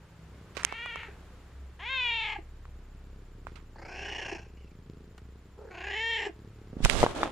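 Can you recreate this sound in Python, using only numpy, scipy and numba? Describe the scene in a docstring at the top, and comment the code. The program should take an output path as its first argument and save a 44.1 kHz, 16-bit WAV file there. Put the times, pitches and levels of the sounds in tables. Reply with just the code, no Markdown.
"""In a small bedroom with a low hum, a purring cat on a blanket meows four times close to a phone.
The meows are vocal fold pulses and breath, chopped and shaken by the purr, through moving resonances;
each call swells, clears, breaks and shuts, and the third is only a hoarse rattle.
The purr is a deep tone with filtered thumps. Knocks on the phone, and three dull purr thumps as the cat
comes close, are short decaying rings; cloth swipes are shaped noise, and at the end the cat rubs its fur
over the microphones as grainy noise."""
import sys
import numpy as np
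from scipy import signal
from scipy.fft import rfft, irfft
from scipy.io import wavfile
from scipy.ndimage import uniform_filter1d
from numba import njit

SR = 44100
rng = np.random.default_rng(int(sys.argv[2]) if len(sys.argv) > 2 else 0)


def bounce(signal):
    """Save signal as a 16-bit WAV file at the path given by the first command-line argument."""
    frames = np.transpose(np.atleast_2d(signal))
    limited = np.clip(frames, -1, 1)
    pcm = np.round(limited * 32767).astype(np.int16)
    wavfile.write(sys.argv[1], SR, pcm)


N = 322371
TIME = np.arange(N) / SR


def from_db(db):
    """Decibels to amplitude gain."""
    return 10 ** (np.asarray(db) / 20)


def rms_one(x):
    """Scale to unit power."""
    return x / np.sqrt(np.mean(x ** 2) + 1e-20)


def ramp(t, length):
    """From 0 to 1 over a length of time."""
    return np.clip(t / length, 0, 1)


def curves(rows, t=TIME):
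    """Each column of a table, joined by straight lines in time."""
    s, *columns = np.transpose(rows)
    return [np.interp(t, s, c) for c in columns]


def at_hz(points, size):
    """A spectrum table read on the FFT grid of a signal, along log frequency."""
    hz, value = np.transpose(points)
    return np.interp(np.log(np.fft.rfftfreq(size, 1 / SR) + 1), np.log(hz), value)


def colour(x, spectrum):
    """Weight a sound by a smooth spectrum; rms 1."""
    size = x.shape[-1]
    return rms_one(irfft(rfft(x) * from_db(at_hz(spectrum, size)), size))


def cut(x, hz, kind, order=2):
    """Butterworth filter."""
    sos = signal.butter(order, np.clip(hz, 10, .45 * SR), kind, fs=SR, output="sos")
    return signal.sosfilt(sos, x + 1e-18)


def drift(rate_hz, size=N):
    """Random wander with rms 1: straight lines between two random points per cycle of the rate."""
    steps = np.arange(size) * rate_hz * 2 / SR
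    return rms_one(np.interp(steps, np.arange(N // 4), rng.standard_normal(N // 4)))


def pan(db):
    """Left and right gains that differ by so many dB, with a mean of 1."""
    gains = from_db(np.array([[.5], [-.5]]) * db)
    return gains / gains.mean(axis=0)


@njit
def sweep(x, angle, r):
    """Two-pole resonance whose centre moves; gain about 1 on top."""
    y = np.zeros(len(x))
    for i in range(2, len(x)):
        drive = (1 - r * r) / 2 * (x[i] - x[i - 2])
        y[i] = drive + 2 * r * np.cos(angle[i]) * y[i - 1] - r * r * y[i - 2]
    return y


def resonate(x, hz, width_hz):
    """A resonance with a steady or moving centre."""
    return sweep(x, 2 * np.pi * hz / SR * np.ones(len(x)), np.exp(-np.pi * width_hz / SR))


def even(x):
    """Hold the short-term power near 1."""
    return x / np.sqrt(np.abs(uniform_filter1d(x * x, size=900)) + 1e-14)


def background(waver_db=2.93, wander_rad=0.27):
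    """Room air and a low wavering hum, whose upper lines fade as the cat steps in front of the phone."""
    # spectrum of the room air: (f/Hz, relative level/dB)
    air_colour = [(15,-39.5),(25,-20),(50,-5.5),(75,-4),(236,-16.5),(500,-17.5),(660,-21.5),(1370,-22.5),(3000,-30.5),(7000,-39),(13000,-50),(16000,-61)]
    # room air, which sinks as the cat steps in front of the phone: (t/s, level/dB)
    air_level = [(0,-57),(.5,-54),(1.2,-53.5),(1.7,-57),(4.7,-60.5),(7.31,-57)]
    # hum lines, before they waver: (f/Hz, level at first/dB, level later/dB)
    hum = [(65.5,-54,-53),(107.2,-62,-63),(162.5,-60.5,-75)]
    # likeness of left and right: (f/Hz, likeness 0-1)
    likeness = [(30,1),(500,0.916),(2000,0.64),(5000,0.098),(15000,1)]
    mid, side = rfft(rng.standard_normal((2, N)))
    alike = np.clip(at_hz(likeness, N), 0, 1)
    air = irfft(np.sqrt(1 + alike) * mid + np.sqrt(1 - alike) * side * [[1], [-1]], N)
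    out = from_db(curves(air_level)[0]) * colour(air, air_colour)
    for hz, first_db, later_db in hum:
        level_db = np.interp(TIME, [1.05, 1.4], [first_db, later_db]) + waver_db * drift(4)
        line = np.sin(2 * np.pi * hz * TIME + wander_rad * drift(2.4))
        out += np.sqrt(2) * from_db(level_db) * line
    return out


def whine():
    """A faint electronic whine, a tone and its octave, that switches on and off 14.56 times a second."""
    switch = uniform_filter1d(1. * (np.cos(2 * np.pi * 14.56 * (TIME - 2.435)) > .1), size=100)
    phase = 2 * np.pi * 7165 * TIME + .6 * drift(60)
    return from_db(-76) * switch * (np.sin(phase) + from_db(-7) * np.sin(2 * phase))


def purring(closing_db=-6, uneven_db=3, puff=0.077):
    """The larynx opens and closes once a cycle: two soft thumps with a puff of air, over a deep fundamental."""
    # purr speed, before its slight wander: (t/s, f/Hz)
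    speed = [(0,31.4),(1.2,31.4),(2.1,28.5),(2.5,29),(3.1,33.2),(3.6,28.3),(4.3,29),(4.9,27.1),(5.6,31.7),(7.3,38.3)]
    # deep fundamental: (t/s, level/dB)
    deep = [(0.0, -71), (1.35, -55), (1.59, -63), (2.37, -49), (3.26, -49.5), (6.09, -63), (6.63, -57),
            (6.65, -54)]
    # thumps and puffs together: (t/s, level/dB)
    flutter_level = [(0,-76),(.35,-53),(.85,-75),(1.2,-59),(1.9,-67),(3.2,-55.5),(4.6,-55),(4.95,-50.5),(5.5,-60.5),(6.2,-64),(6.4,-54.5),(7.3,-48.5)]
    # colour of thumps and puffs: (f/Hz, relative level/dB)
    flutter_colour = [(40,-25.5),(90,7),(140,6.5),(280,-2),(430,-2.5),(600,-22),(1500,-34),(5000,-32.5),(9000,-59)]
    (rate,), (deep_db,), (flutter_db,) = curves(speed), curves(deep), curves(flutter_level)
    turns = np.cumsum(rate * (1 + 0.014 * drift(7.4))) / SR
    opens = np.diff(np.floor(turns), prepend=0)
    closes = np.diff(np.floor(turns + 0.67), prepend=0)
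    thumps = (opens + from_db(closing_db) * closes) * from_db(uneven_db * drift(25))
    puffs = puff * rng.standard_normal(N) * np.cos(np.pi * turns) ** 8
    flutter = colour(cut(thumps + 0.44 * puffs, 60, "high"), flutter_colour)
    fundamental = np.sqrt(2) * np.cos(2 * np.pi * turns)
    return from_db(deep_db) * fundamental + from_db(flutter_db) * flutter


def brushes(grain_db=3):
    """Short scratchy swipes of cloth: coloured, grainy noise that starts at once and dies away."""
    # swipes: (t/s, level at the start/dB, time to fall 60 dB/s, left minus right/dB)
    swipes = [(0.55,-51,0.98,-10),(0.568,-34,0.08,-21),(0.593,-45.5,0.49,-7),(3.472,-58.5,0.37,-13),(3.557,-49.5,0.15,-16),(5.18,-47.5,0.042,1)]
    # colour of the cloth: (f/Hz, relative level/dB)
    cloth_colour = [(120, -42), (200, -15), (789, -13), (1240, -5), (1880, -10), (2130, -8.5),
                    (2700, -12.5), (8260, -28.5), (15000, -50)]
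    swell = 0
    for s, db, t60, side_db in swipes:
        fade = from_db(db - 60 * np.clip((TIME - s) / t60, 0, 2))
        swell = swell + pan(side_db) * (TIME >= s) * fade
    return swell * colour(rng.standard_normal(N) * from_db(grain_db * drift(600)), cloth_colour)


def knocks_and_thumps(cycles=3.84, crack_t60=0.0029, crack_top_hz=7500, body_db=-20, body_cycles=22,
                      port_lag_s=0.00011):
    """Knocks on the phone and three dull purr thumps: each a ring of a few cycles, a crack and a faint tail."""
    # knocks, and from 6.73 s to 6.804 s the purr thumps of the nearing cat: (t/s,
    # ring level before filtering/dB, ring f/Hz, crack level against ring/dB, left minus right/dB)
    hits = [(0.5691,-16.5,2200,-22,-9),(0.5703,-21.5,507,-27,-9),(0.5762,-17,2610,-23,-24),(.634,-18,1570,-6,-2),(0.649,-2.2,3170,-3,-22),(0.725,-18.5,960,-18,-25),(.860,-22.5,990,-17,-11),(0.9586,-19.5,1100,-21,-12),(1.0332,-24,1580,-30,-1),(2.654,-34,1220,-25,-1),(3.4694,-21.5,1040,-24,-9),(5.179,-40.5,1490,-5,-7.5),(6.73,-25,228.3,-34,-3.5),(6.767,-21.5,197,-37,-4.5),(6.804,-20.5,248,-33,-7),(6.849,-2,3000,-10,-19),(6.8509,-13.5,1980,1.5,-21),(6.8579,-6.5,880,-14,4.5),(6.8984,-2.5,2530,-7.5,-19.5),(6.953,-19,2190,-26,-21),(7.0299,0,675,-43,6),(7.038,0.5,515,-39,-1),(7.0639,-5,890,-40,1),(7.1615,-30,890,-27,8),(7.2319,-3.5,1150,-38,3)]
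    out, t = np.zeros((2, N)), np.arange(2400) / SR
    for s, db, hz, crack_db, side_db in hits:
        crack, tail = rng.standard_normal((2, len(t)))
        hit = np.sin(2 * np.pi * hz * t) * from_db(-60 * t * hz / cycles)
        # few overtones keep the onset soft
        hit = cut(cut(hit, hz / 4, "high", order=1), hz * 5, "low")
        crack = cut(crack, [1500, crack_top_hz], "band") * from_db(-60 * t / crack_t60)
        hit += from_db(crack_db) * crack / np.abs(crack).max()
        tail = rms_one(cut(tail, [hz / 2, hz * 2], "band"))
        hit += from_db(body_db - 60 * t * hz / body_cycles) * tail
        hit = cut(hit, 11000, "low", order=4)
        # the sound reaches the left port a little later
        both = np.array([np.interp(t - port_lag_s, t, hit, left=0), hit])
        at = int(s * SR)
        out[:, at:at + len(t)] += (from_db(db) * both * pan(side_db))[:, :N - at]
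    return out


def loudness(age, effort, strength):
    """Mouth, throat and treble levels in dB: the bright parts follow effort more than the throat does."""
    throat_follows, treble_follows, treble_sags = 0.41, 0.73, 0.13  # shares of the mouth's swell and sag
    _, swell_s, sag_s, swell_db, sag_db, release_t60 = effort
    swell = swell_db * (1 - ramp(age, swell_s)) ** 2
    sag = sag_db * ramp(age - swell_s, sag_s) ** 2
    release = 60 * np.maximum(age - swell_s - sag_s, 0) / release_t60
    mouth_db, throat_db, treble_db, _ = strength
    return (mouth_db - swell - sag - release, throat_db - throat_follows * swell - release,
            treble_db - treble_follows * swell - treble_sags * sag - release)


def hoarseness(age, voicing, catch_width_s, break_width_s=0.013):
    """Roughness and purr depth: hoarse at both ends, clearer between, with the purr creeping back in."""
    catch_s, clear_s, clear_rough, hoarse_rough, clear_purr, hoarse_purr = voicing
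    caught = (1 + np.tanh((age - catch_s) / (2 * catch_width_s))) / 2
    unbroken = (1 - np.tanh((age - catch_s - clear_s) / (2 * break_width_s))) / 2
    clear = caught * unbroken
    rough = clear * clear_rough + (1 - clear) * hoarse_rough
    purr = clear * clear_purr * ramp(age - catch_s, clear_s) + (1 - clear) * hoarse_purr
    return np.clip(rough, 0, 1), np.clip(purr, 0, 1)


def resonances(age, length, jaw, closing_s=0.12, wobble=0.027, wobble_hz=9, fourth_follows=0.48):
    """The mouth's resonances climb as the jaw opens; the lower two waver, and fall again as it shuts."""
    second_hz, third_hz, fourth_hz, open_s, second_rise, third_rise, fall = jaw
    closed = (1 - ramp(age, open_s)) ** 2
    # the jaw starts to shut a little before the release
    shut = 1 - fall * np.clip((age - length + closing_s) / closing_s, 0, 2)
    second_wobble, third_wobble = (1 + wobble * drift(wobble_hz, len(age)) for _ in range(2))
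    return (second_hz * (1 - second_rise * closed) * shut * second_wobble,
            third_hz * (1 - third_rise * closed) * shut * third_wobble,
            fourth_hz * (1 - fourth_follows * second_rise * closed))


def purr_gate(cycles, open_share, snap_share=0.041, shut_share=0.34):
    """The larynx snaps open and closes more slowly, once a purr cycle; shares are of that cycle."""
    since = (cycles + .5) % 1 - .5 + open_share / 2
    return ramp(since, snap_share) * (1 - ramp(since - open_share + shut_share / 2, shut_share))


def meow(pitch, throat, beat, effort, strength, voicing, jaw, mouth):
    """Vocal fold pulses and air, chopped by the purr, through the throat and a mouth that opens and closes."""
    # overtones above the mouth resonances: (f/Hz, relative level/dB)
    treble_colour = [(3500,-26),(4100,0),(4750,-3),(5500,-1),(6300,-5.5),(7100,-5.5),(7550,-14.5),(8800,-17),(9600,-23.5),(14000,-38)]
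    jitter, shake, shimmer_db, catch_width_s = 0.02156, 0.1236, 4, 0.023
    nasal_hz, nasal_fade_db_per_s = 1620, 20
    fifth_width_hz, fifth_rise_hz_per_s = 750, 1570
    hiss, onset_s, burst_growth = 0.81, 0.0046, 0.33
    start, swell_s, sag_s, _, _, release_t60 = effort
    (valley_hz, top_hz, second_width_hz, third_width_hz, third_db, fourth_db,
     nasal_db, fifth_hz, fifth_db) = mouth
    span = (TIME >= start) & (TIME <= start + swell_s + sag_s + release_t60)
    t = TIME[span]
    size, age = len(t), t - start
    f0, = curves(pitch, t)
    mouth_db, throat_db, treble_db = loudness(age, effort, strength)
    second_hz, third_hz, fourth_hz = resonances(age, swell_s + sag_s, jaw)
    rough, purr = hoarseness(age, voicing[:-1], catch_width_s)

    # each purr cycle briefly shuts the larynx; bursts lengthen through the swell
    cycles = beat[1] * (t - beat[0])
    open_share = voicing[-1] * (1 - burst_growth * (1 - ramp(age, swell_s)))
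    opening = 1 - purr * (1 - purr_gate(cycles, open_share))
    opening /= np.sqrt(np.abs(uniform_filter1d(opening ** 2, size=1500)) + 1e-6)
    # a burst dips in pitch before the tone catches and arches after
    bend = shake * purr * np.cos(2 * np.pi * cycles) * np.tanh((age - voicing[0]) / catch_width_s)
    unsteady = (0.0041 + jitter * 2 * rough) * drift(170, size) + .012 * purr * drift(45, size)
    phase = 2 * np.pi * np.cumsum(f0 * (1 + bend + unsteady)) / SR
    pulses = rms_one(sum(np.cos(k * phase) for k in np.arange(1, 27)))
    pulses *= from_db(shimmer_db * rough * drift(200, size))

    # air escapes in puffs, once per vibration of the folds; less of it reaches the low resonances
    air = cut(rng.standard_normal(N)[span], 11000, "low")
    air = rms_one(air * (1 + .7 * np.cos(phase)))
    source = np.sqrt(1 - rough ** 2) * pulses + rough * air
    deep = np.sqrt(1 - rough ** 4) * pulses + rough ** 2 * air

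    # neighbouring throat resonances have opposite signs
    low = sum((-1) ** k * from_db(db) * resonate(deep, hz, width)
              for k, (hz, width, db) in enumerate(throat))
    low = cut(cut(low, 1230, "low", order=6), 193, "high", order=4)

    bright = resonate(source, second_hz, second_width_hz)
    bright -= from_db(third_db) * resonate(source, third_hz, third_width_hz)
    bright = cut(cut(bright, valley_hz, "high", order=8), top_hz, "low", order=7)
    nasal = resonate(resonate(source, nasal_hz, 190), nasal_hz, 190)
    bright += from_db(nasal_db - nasal_fade_db_per_s * (age - swell_s)) * nasal

    overtones = source + hiss * cut(air, 5200, "high", order=4)
    fourth = from_db(fourth_db) * resonate(overtones, fourth_hz, 490)
    treble = colour(overtones + fourth, treble_colour)
    # the highest resonance creeps up through the call
    fifth_hz = fifth_hz + fifth_rise_hz_per_s * age
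    fifth = resonate(resonate(overtones, fifth_hz, fifth_width_hz), fifth_hz, fifth_width_hz)
    treble += from_db(fifth_db) * rms_one(fifth)

    voice = from_db(throat_db) * even(low) + from_db(mouth_db) * even(bright)
    voice += from_db(treble_db) * even(treble)
    out = np.zeros(N)
    out[span] = voice * opening * ramp(age, onset_s)
    return out * pan(strength[-1])


def meows():
    """A soft meow turned away, a full one, a hoarse rattle with its trail, low croaks into a last meow."""
    # voice pitch before shake and jitter: (t/s, f/Hz)
    soft_pitch = [(0.67, 403), (0.7, 443.0), (0.866, 483), (0.916, 460.7), (1.074, 443), (1.1, 383.6)]
    full_pitch = [(1.8, 342), (1.81, 349), (1.856, 463), (1.894, 520.8), (1.93, 534), (2.072, 477.6),
                  (2.288, 427), (2.318, 432), (2.38, 396)]
    rattle_pitch = [(3.75,330),(4.1,392.3),(4.451,356.6)]
    last_pitch = [(5.681,418),(5.759,351.3),(5.88,396.8),(5.951,411.3),(5.979,440.4),(6.03,451),(6.089,459.3),(6.169,444.4),(6.29,398.6)]
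    # throat resonances: (f/Hz, width/Hz, relative level/dB)
    soft_throat = [(483,200,-7),(935,93,-0.5)]
    full_throat = [(470,200,-15),(960,240,27)]
    rattle_throat = [(349,175,1.6),(830,266,3.4)]
    croak_throat = [(437.4,130,0)]
    last_throat = [(385,280,-0.25),(930,310,1.2)]
    # Rows below: soft meow, full meow, rattle, its faint trail, low croaks, last meow.
    # purr under each call: (t of one burst/s, f/Hz)
    beats = [(.9,28),(2.362,30.2),(3.792,29.9),(4.575,29.2),(5.587,31.2),(5.75,31.2)]
    # effort swells, sags and is released: (start t/s, swell length/s, sag length/s,
    # mouth swell depth/dB, mouth sag depth/dB, time to release by 60 dB/s)
    efforts = [(.66,0.18,0.21,11.5,6.5,0.31),(1.791,0.22,0.32,19.5,7,0.18),(3.755,0.41,.18,21,4.5,0.34),(4.564,0.025,0.14,-7,6,0.16),(5.575,0.065,0.056,2,-9,0.16),(5.705,.42,.15,22.5,9.5,0.067)]
    # strength at the crest: (mouth level/dB, throat level/dB, treble level/dB, left minus right/dB)
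    strengths = [(-40,-56.5,-69.5,1.5),(-30,-43,-57.5,2),(-40,-46,-53.5,0.1),(-68.5,-84,-80,.5),(-69,-49.5,-79,-0.5),(-31.5,-42,-53.5,0.3)]
    # the folds catch, then break: (catch delay/s, clear length/s, clear roughness 0-1,
    # hoarse roughness 0-1, purr depth at the end of the clear part 0-1, hoarse purr depth 0-1,
    # open share of a purr cycle after the swell 0-1)
    voicings = [(0.053,0.258,0.08,0.64,.25,0.34,0.86),(.04,0.429,.05,.62,0.22,0.44,0.85),(0.152,0.28,.88,0.96,1,0.88,0.78),(0.036,0.089,.7,.7,1,1,0.35),(0.025,0.067,0.8,0.77,1,1,0.75),(.262,0.2135,0.02,0.63,0.13,0.56,0.85)]
    # the jaw opens and shuts: (second resonance f/Hz, third f/Hz, fourth f/Hz, opening length/s,
    # rise of the second 0-1, rise of the third 0-1, closing fall by the release 0-1)
    jaws = [(2090,3580,6500,.18,0.03,0.27,0.14),(2447,3600,4200,0.11,0.31,0.1,0.11),(1710,2840,5560,.33,0.4,0.44,.03),(2200,2960,5000,0.022,.02,0.2,0.25),(1370,1700,5000,0.1,0.1,0.3,.01),(1948,3040,5250,0.4,0.38,0.22,0.1)]
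    # colour of the mouth: (valley f/Hz, top f/Hz, second width/Hz, third width/Hz, third level/dB,
    # fourth level/dB, nasal level at the crest/dB, fifth f at the start/Hz, fifth level/dB)
    mouths = [(1150,3600,920,310,-10,0,-2,11000,-19),(1580,4300,290,460,-8.5,7.5,-9,6470,-15),(1296,3270,116,235,0,14.5,-10,5300,-21),(1990,3200,270,150,7,-1,-33,4600,-15),(900,2600,200,370,-2,0,-20,7400,-15),(1430,4730,143,377,-7.5,6,-19,6470,-8)]
    pitches = soft_pitch, full_pitch, rattle_pitch, rattle_pitch, last_pitch, last_pitch
    throats = soft_throat, full_throat, rattle_throat, rattle_throat, croak_throat, last_throat
    calls = zip(pitches, throats, beats, efforts, strengths, voicings, jaws, mouths)
    return sum(meow(*call) for call in calls)


def grunts(length_s=0.0037, overtone_db=-9, again_s=0.027, again_hz=350, again_loss_db=8):
    """The larynx closes with a few low cycles as the voice stops; a slacker grunt follows a purr cycle later."""
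    # grunts: (t/s, level/dB, f/Hz)
    closings = [(1.09,-42,408),(2.364,-31,830),(4.327,-30.5,361),(6.271,-28.5,402)]
    out = np.zeros(N)
    slacker = [(s + again_s, db - again_loss_db, again_hz) for s, db, _ in closings]
    for s, db, hz in list(closings) + slacker:
        near = np.abs(TIME - s) < .04
        t = TIME[near] - s
        tone = np.sin(2 * np.pi * hz * t) + from_db(overtone_db) * np.sin(4 * np.pi * hz * t)
        out[near] += from_db(db) * np.exp(-.5 * (t / length_s) ** 2) * tone
    return out


def fur(buffet_pan_db=-12, grain_db=2, shared=0.87):
    """Hairs scrape over the ports in tiny slips while the cat's body pushes air into them."""
    # strokes: (t/s, hold length/s, buffeting level before its low-pass/dB, rubbing level/dB,
    # hiss level/dB, left minus right of the hiss/dB; the rubbing takes half of that)
    strokes = [(6.79,0.02,-47,-54.5,-63,-3),(6.843,0.0099,-19.5,-46,-34,-1),(6.898,0.11,-29.5,-35,-37.5,-26),(7.003,.026,-22.5,-31.5,-34,-5),(7.062,0.051,-44,-37,-47.5,3),(7.158,0.088,-48,-35.5,-45,-3),(7.235,0.011,-45,-31,-45,-1.5)]
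    # colour of the rubbing: (f/Hz, relative level/dB)
    rub_colour = [(100,-24),(250,8.5),(600,8.5),(1200,2.5),(2200,-8),(3500,-8),(6000,-43)]
    # colour of the hiss: (f/Hz, relative level/dB)
    hiss_colour = [(1000,-1),(2000,2),(3700,2),(5000,-1.5),(7300,-3.5),(9500,-8),(12000,-20),(14000,-28),(15500,-60)]
    rise_s, stroke_t60, buffet_t60 = 0.069, 0.26, .09  # time to climb and to die by 60 dB
    push = scrape = swish = 0
    for s, hold_s, low_db, mid_db, high_db, side_db in strokes:
        early, late = np.clip(s - TIME, 0, 1), np.clip(TIME - s - hold_s, 0, 1)
        contact = from_db(-60 * (early / rise_s + late / stroke_t60))
        push = np.maximum(push, from_db(low_db - 60 * (early / rise_s + late / buffet_t60)))
        scrape = np.maximum(scrape, from_db(mid_db) * contact * pan(.5 * side_db))
        swish = np.maximum(swish, from_db(high_db) * contact * pan(side_db))

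    def slips(common):
        """Grainy noise, partly shared by the two ports."""
        noise = common * rng.standard_normal(N) + rng.standard_normal((2, N))
        return noise * from_db(grain_db * drift(250))

    rumble = rms_one(cut(cut(slips(shared), 20, "low", order=1), 9.5, "high"))
    buffet = push * rumble * pan(buffet_pan_db)
    # now and then a hair catches and lets go with a snap, about 90 times a second
    snags = (rng.random(N) < 90 / SR) * rng.uniform(0.88, 1, N) * from_db(24.0)
    rub = scrape * colour(slips(shared) + snags, rub_colour)
    hiss = swish * colour(slips(0), hiss_colour)
    return cut(buffet, 215, "low") + rub + hiss


def bedroom(x, t60=0.17, wet_db=-17):
    """A short, soft tail of reflections as decaying noise, different at each microphone."""
    t = np.arange(SR // 2) / SR
    tail = cut(rng.standard_normal((2, len(t))), 4200, "low") * from_db(-60 * t / t60) * (t > .003)
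    tail /= np.sqrt(np.sum(tail ** 2, axis=1, keepdims=True))
    return x + from_db(wet_db) * signal.fftconvolve(x.mean(axis=0)[None], tail, axes=1)[:, :N]


def scene():
    """The cat's voice in the room, plus its purr, knocks, thumps, cloth and fur, the background and the whine."""
    voice = bedroom(meows() + grunts())
    return voice + purring() + knocks_and_thumps() + brushes() + fur() + background() + whine()


def record(dry, stop_hz=16700):
    """Full scale clips the peaks; a steep low-pass then removes the top, 70 dB down from stop_hz."""
    top_cut = signal.cheby2(14, 70, stop_hz, fs=SR, output="sos")
    return signal.sosfilt(top_cut, np.clip(dry, -1, 1))


dry = scene()
out = record(dry)
bounce(out)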